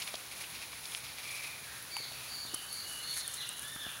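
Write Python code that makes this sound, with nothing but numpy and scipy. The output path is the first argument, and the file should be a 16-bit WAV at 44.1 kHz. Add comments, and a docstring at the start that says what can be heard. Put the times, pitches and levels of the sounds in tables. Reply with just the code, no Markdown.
"""In dry grass outdoors, a large lizard walks just ahead of a hand-held microphone.
Its belly and tail drag over the blades, making thousands of tiny clicks that merge into a rustle.
Its feet pat the ground, grass crunches, and stalks and twigs snap. Far birds call in turn, smeared by
the trees, over outdoor hiss and a faint low hum."""
import sys
import numpy as np
from scipy import signal
from scipy.fft import rfft, irfft
from scipy.io import wavfile
from scipy.ndimage import uniform_filter1d

SR = 44100
rng = np.random.default_rng(int(sys.argv[2]) if len(sys.argv) > 2 else 0)


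def master(y):
    """Save y as 16-bit WAV."""
    cut = np.clip(np.atleast_2d(y).T, -1, 1)
    pcm = np.round(cut * 32767)  # scale
    wavfile.write(sys.argv[1], SR, pcm.astype(np.int16))


N = 176400  # 4 seconds


def undb(db):
    """Turn decibels into a number to multiply a sound by."""
    return 10 ** (np.asarray(db) / 20)


def unit(x):
    """Scale a sound so its average strength (rms) is 1."""
    return x / np.sqrt(np.mean(x ** 2) + 1e-20)


def curve(rows):
    """Join (time, value) rows by straight lines."""
    return np.interp(np.arange(N) / SR, *np.array(rows).T)


def walk(rate):
    """A smooth random wobble of size about 1 that changes about `rate` times a second."""
    span = max(int(SR / rate), 2)
    smoothed = uniform_filter1d(rng.standard_normal(N), span, mode="wrap")
    return unit(uniform_filter1d(smoothed, span, mode="wrap"))


def colour(x, points):
    """Turn low and high tones up or down by (frequency, level) points; the result has strength 1."""
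    hz, db = np.array(points).T
    f = np.maximum(np.fft.rfftfreq(N, 1 / SR), 1)
    gain = undb(np.interp(np.log(f), np.log(hz), db))
    return unit(irfft(rfft(x) * gain, N))


def ring(x, hz, width):
    """Let through a band around hz; width is a share of hz, and narrow bands ring longer."""
    w = 2 * np.pi * min(hz, SR / 2 - 1) / SR
    a = np.sin(w) * width / 2
    return signal.lfilter([a, 0, -a], [1 + a, -2 * np.cos(w), 1 - a], x)


def add(out, start, x):
    """Mix x into out at a time in seconds."""
    i = max(int(start * SR), 0)
    out[i:i + len(x)] += x[:max(N - i, 0)]


def outdoor_hiss():
    """A soft, nearly steady hiss."""
    # tone of the hiss: f/Hz, level/dB
    tone = [(25, -26), (55, 1), (80, 0), (115, 3.5), (170, -1), (360, -3.5), (900, -1.5), (1670, -1),
            (2430, -4.5), (3950, 1), (5030, -5), (6770, -4.5), (7800, -10.5), (9000, -7), (10400, 1.5),
            (11500, -5), (12900, -9.5), (14200, -7.5), (15600, -5)]
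    # loudness of the hiss: t/s, level/dB
    loudness = [(0, -46.5), (1.1, -48), (1.9, -47.5), (2.15, -46), (2.6, -47.5), (4, -48)]
    return colour(rng.standard_normal(N), tone) * undb(curve(loudness) + .5 * walk(19))


def low_hum(hz=129.4):
    """A faint wavering hum, with a weaker tone an octave below."""
    low_phase = np.pi * np.cumsum(hz * (1 + .0338 * walk(15))) / SR
    hum = undb(-69) * unit(np.sin(2 * low_phase)) + undb(-73) * unit(np.sin(low_phase))
    return hum * unit(undb(2.2 * walk(22)))


def distant_chorus(flicker_db=2):
    """Many very distant birds blur into one soft band of noise."""
    # tone of the chorus: f/Hz, level/dB
    tone = [(700, -34.5), (1150, -13.5), (1500, -11), (1720, -11), (2050, -22), (4000, -53)]
    # loudness of the chorus: t/s, level/dB
    loudness = [(0, -75), (2.5, -61), (2.8, -56), (3.15, -56.5), (3.5, -58.5), (4, -55.5)]
    return colour(rng.standard_normal(N), tone) * undb(curve(loudness) + flicker_db * walk(21))


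def bird(calls, third_db, rise_s=.026, fall_s=.068):
    """Each cry swells as it slides up, holds and slides down; fast shaking of the pitch makes it rasp."""
    out = np.zeros(N)
    rasp, waver = np.minimum(walk(520), 1), .008 * walk(70)
    fade_in, fade_out = .27, .042  # shares of the cry's length
    for start, length, hz, db, rise, fall, low_db, shake in calls:
        progress = np.linspace(0, 1, int(length * SR))
        at = (int(start * SR) + np.arange(len(progress))) % N
        ending = np.clip(1 - (1 - progress) * length / fall_s, 0, 1)
        sag = rise * np.exp(-progress * length / rise_s) + fall * np.sin(ending * np.pi / 2) ** 2
        pitch = hz * (1 - sag + shake * rasp[at] + waver[at])
        phase = 2 * np.pi * np.cumsum(pitch) / SR
        # three tones at 1, 2 and 3 times the pitch; the second is the loudest
        voice = undb(low_db) * np.sin(phase) + np.sin(2 * phase) + undb(third_db) * np.sin(3 * phase)
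        swell = np.minimum(progress / fade_in, 1) * (1 - ending / 2)
        swell *= np.minimum((1 - progress) / fade_out, 1)
        add(out, start, undb(db) * unit(voice * swell))
    return out


def calling_birds():
    """One bird gives raspy cries that sink in pitch, and others answer."""
    # the nearer bird: t/s, length/s, f/Hz, level/dB, opening rise/share of f, final fall/share of f,
    # lowest tone/dB against the second, pitch shake/share of f
    cries = [(1.89, 0.16, 2263, -43, 0.025, 0.16, -9.5, 0.0432),
             (2.255, 0.24, 2284, -44.5, 0.051, 0.24, -19, 0.031),
             (2.665, .18, 2250, -44.5, 0.037, 0.096, -16, 0.041),
             (2.98, .215, 2181, -42, .14, .08, -17, 0.0241),
             (3.355, .095, 2030, -41.5, 0.045, .33, -12, 0.024),
             (3.6, 0.2, 1788, -48.5, .18, 0.17, -2, 0.0166),
             (3.78, 0.12, 1764, -44, 0.018, 0.29, -6.5, 0.035)]
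    # lower, fainter answers: same columns
    answers = [(1.19, .24, 1197, -47, 0.061, 0.019, -17, 0.0595),
               (1.41, 0.14, 1210, -51.5, 0.019, .03, -29, 0.075),
               (1.63, .17, 863, -54, 0.018, 0.039, -26, .095),
               (2.11, 0.13, 1375, -53, .03, 0.078, -9, 0.051),
               (2.475, 0.14, 1500, -48, 0.051, 0.11, -27, 0.043),
               (2.83, 0.16, 1474, -48, 0.039, 0.065, -22, 0.021),
               (3.02, 0.17, 1867, -50.5, 0.0306, 0.102, -14, 0.0647),
               (3.23, 0.078, 1830, -47.5, 0.022, .24, -9.5, 0.0283),
               (3.44, 0.19, 1500, -54.5, 0.13, 0.018, -6, 0.026)]
    return bird(cries, third_db=-15) + bird(answers, third_db=-18)


def trees(x, echo_s=.85, echo_share=.76):
    """Trunks and leaves scatter far sounds into a blurred echo that fades by 60 dB in echo_s."""
    t = np.arange(SR) / SR
    tail = rng.standard_normal(SR) * np.exp(-np.log(1000) * t / echo_s)
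    echo = signal.fftconvolve(x, tail / np.linalg.norm(tail))[:N]
    return np.sqrt(1 - echo_share) * x + np.sqrt(echo_share) * echo


def steps(knock_fade_s=.0037, thump_hz=213, thump_fade_s=.0017):
    """A foot lands: a dull knock in the dead leaves and a thump of soil."""
    # feet patting the ground: t/s, level/dB, knock f/Hz, thump/dB against the knock
    footfalls = [(0.084, -38.5, 724, -24), (0.14, -35, 704, -18), (.731, -46, 980, -18),
                 (2.002, -46.5, 450, 7), (2.116, -44, 710, -6), (2.451, -45, 736, 5),
                 (2.536, -39, 350, -24), (2.543, -38.5, 1090, 2.5), (3.760, -39.5, 1180, 4),
                 (3.865, -39.5, 745, 7)]
    out, t = np.zeros(N), np.arange(SR // 10) / SR
    for start, db, hz, thump_db in footfalls:
        band = ring(rng.standard_normal(len(t)), hz, width=.34)
        knock = unit(ring(band, hz, width=3.7)) * np.exp(-t / knock_fade_s)
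        thump = np.sin(2 * np.pi * thump_hz * t) * np.exp(-t / thump_fade_s)
        add(out, start, undb(db) * (knock + undb(thump_db) * thump))
    return out


def crunches(cracks_per_s=3500):
    """Grass crunches or a twig cracks and knocks: each is a short swell of tiny cracks."""
    # short crunches of grass, and the crack and knock of a twig: t/s, level/dB, f/Hz, length/s
    bursts = [(0.018, -35, 3730, 0.008), (0.074, -37, 2900, 0.01), (.139, -40, 3500, 0.0081),
              (.153, -36, 3900, 0.0042), (0.436, -44, 2560, 0.012), (0.728, -45.5, 2280, 0.012),
              (0.853, -40, 4130, 0.005), (0.947, -33.5, 2900, 0.004), (1.9662, -36.5, 885, 0.0032),
              (1.9664, -29, 3230, 0.0017), (2.12, -44, 3500, 0.0043), (2.538, -41, 6000, 0.013),
              (3.166, -42.5, 1660, 0.018), (3.165, -45, 5900, 0.04), (3.207, -38.5, 4400, 0.0055),
              (3.337, -37, 8400, 0.0087), (3.894, -40, 2400, 0.0037)]
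    out, t = np.zeros(N), np.arange(SR // 10) / SR
    for start, db, hz, length in bursts:
        cracks = rng.standard_normal(len(t)) * (rng.random(len(t)) < cracks_per_s / SR)
        crunch = ring(ring(cracks, hz, width=.55), hz, width=1)
        age = t / (length / 3)  # the swell is loudest at age 1
        add(out, start, undb(db) * unit(crunch) * age * np.exp(1 - age))
    return out


def snaps(splinter_gain=.78, body_hz=5800, body_db=-29):
    """A stalk breaks: a very short bright ring with splinters."""
    # dry stalks and twigs breaking: t/s, level/dB, f/Hz, fade time/s
    stalks = [(0.9212, -24, 3300, .0008), (1.0662, -24, 3460, 0.00082), (1.2553, -18, 2400, .0009),
              (1.2918, -25, 3400, .001), (1.8256, -26.5, 10700, .00084), (1.967, -24, 860, .0009),
              (1.9664, -16, 2840, 0.00048), (1.9682, -25, 10500, .0009), (2.24, -31, 4070, .00033),
              (2.544, -18, 10030, 0.0033), (2.5472, -21, 9700, .00048), (2.728, -24.5, 11040, 0.0018),
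              (3.204, -31, 6230, .0015), (3.232, -29, 9800, .0004), (3.2785, -18, 9460, .0011),
              (3.341, -28, 10660, .0022), (3.372, -28, 9300, .001), (3.491, -18, 9120, 0.00084),
              (3.594, -23.5, 9800, 0.0014), (3.621, -31, 9700, 0.0023), (3.6495, -31, 10100, .002)]
    out, t = np.zeros(N), np.arange(SR // 50) / SR
    for start, db, hz, fade_s in stalks:
        fade = np.exp(-t / fade_s)
        splinters = rng.standard_normal(len(t)) * fade
        ping = np.sin(2 * np.pi * hz * t) * fade / 2
        tone = ring(ping + splinter_gain * splinters, hz, width=.25)
        body = 2 * ring(ring(splinters, body_hz, width=.85), body_hz, width=.85)
        add(out, start, undb(db) * (tone + undb(body_db) * body))
    return out


def slipping_blades(clicks_per_s=5400, spread_db=2.5):
    """Grass blades slip with many tiny clicks, a few much louder than the rest."""
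    hit = rng.random(N) < clicks_per_s / SR
    size = undb(spread_db * np.minimum(rng.exponential(size=N), 5.5))
    return hit * size * rng.choice([-1, 1], N)


def rustle(flutter_db=2, flutter_per_s=63):
    """Belly and tail slide over the grass in fluttering spurts."""
    # tone of the dragging body and of its crisp treble: f/Hz, level/dB
    drag_tone = [(300, -22.5), (800, -3.5), (1600, -3), (2400, 8), (3000, 0), (4200, 2.5), (5500, -1.5),
                 (6800, -8.5), (7800, -32), (16000, -13)]
    crisp_tone = [(3000, -28.5), (6600, -8.5), (7800, -14.5), (9300, -5), (10300, -2), (11500, -7),
                  (13200, -21), (15600, -25)]
    # loudness of each: t/s, level/dB
    drag_loudness = [(0, -40.5), (.09, -48.5), (.22, -55), (.33, -51), (.42, -46.5), (.5, -51), (.58, -46),
                     (.68, -51.5), (.8, -51), (.95, -46), (1.03, -48), (1.14, -49), (1.36, -46), (1.5, -49),
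                     (1.63, -53.5), (1.74, -51.5), (1.88, -55.5), (2.1, -51.5), (2.3, -54), (2.7, -73),
                     (3.0, -56), (3.18, -53.5), (3.3, -57.5), (4, -63)]
    crisp_loudness = [(0, -44.5), (.23, -59.5), (.4, -49.5), (.66, -57), (.85, -51.5), (.94, -44.5),
                      (1.1, -57.5), (1.35, -48.5), (1.6, -55.5), (1.74, -53), (1.9, -56), (2.4, -53.5),
                      (2.64, -53.5), (2.74, -47.5), (2.86, -50), (2.96, -45.5), (3.06, -49), (3.18, -41),
                      (3.25, -50.5), (3.33, -46), (3.44, -54), (3.62, -49), (3.8, -50), (4, -54.5)]
    flutter = unit(undb(flutter_db * walk(flutter_per_s)))
    drag = colour(slipping_blades(), drag_tone) * undb(curve(drag_loudness))
    crisp = colour(slipping_blades(), crisp_tone) * undb(curve(crisp_loudness))
    return flutter * (drag + crisp)


def scene():
    """Everything reaches one microphone, so left and right are the same."""
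    lizard = rustle() + snaps() + crunches() + steps()
    mono = lizard + trees(calling_birds()) + distant_chorus() + outdoor_hiss() + low_hum()
    return np.array([mono, mono])


def record(dry, low_cut_hz=46, top_hz=15750):
    """The recorder cuts the deep bass and the highest treble."""
    thin = signal.sosfilt(signal.butter(4, low_cut_hz, "high", fs=SR, output="sos"), dry)
    return signal.sosfilt(signal.ellip(10, .2, 70, top_hz, fs=SR, output="sos"), thin)


dry = scene()
out = record(dry)
master(out)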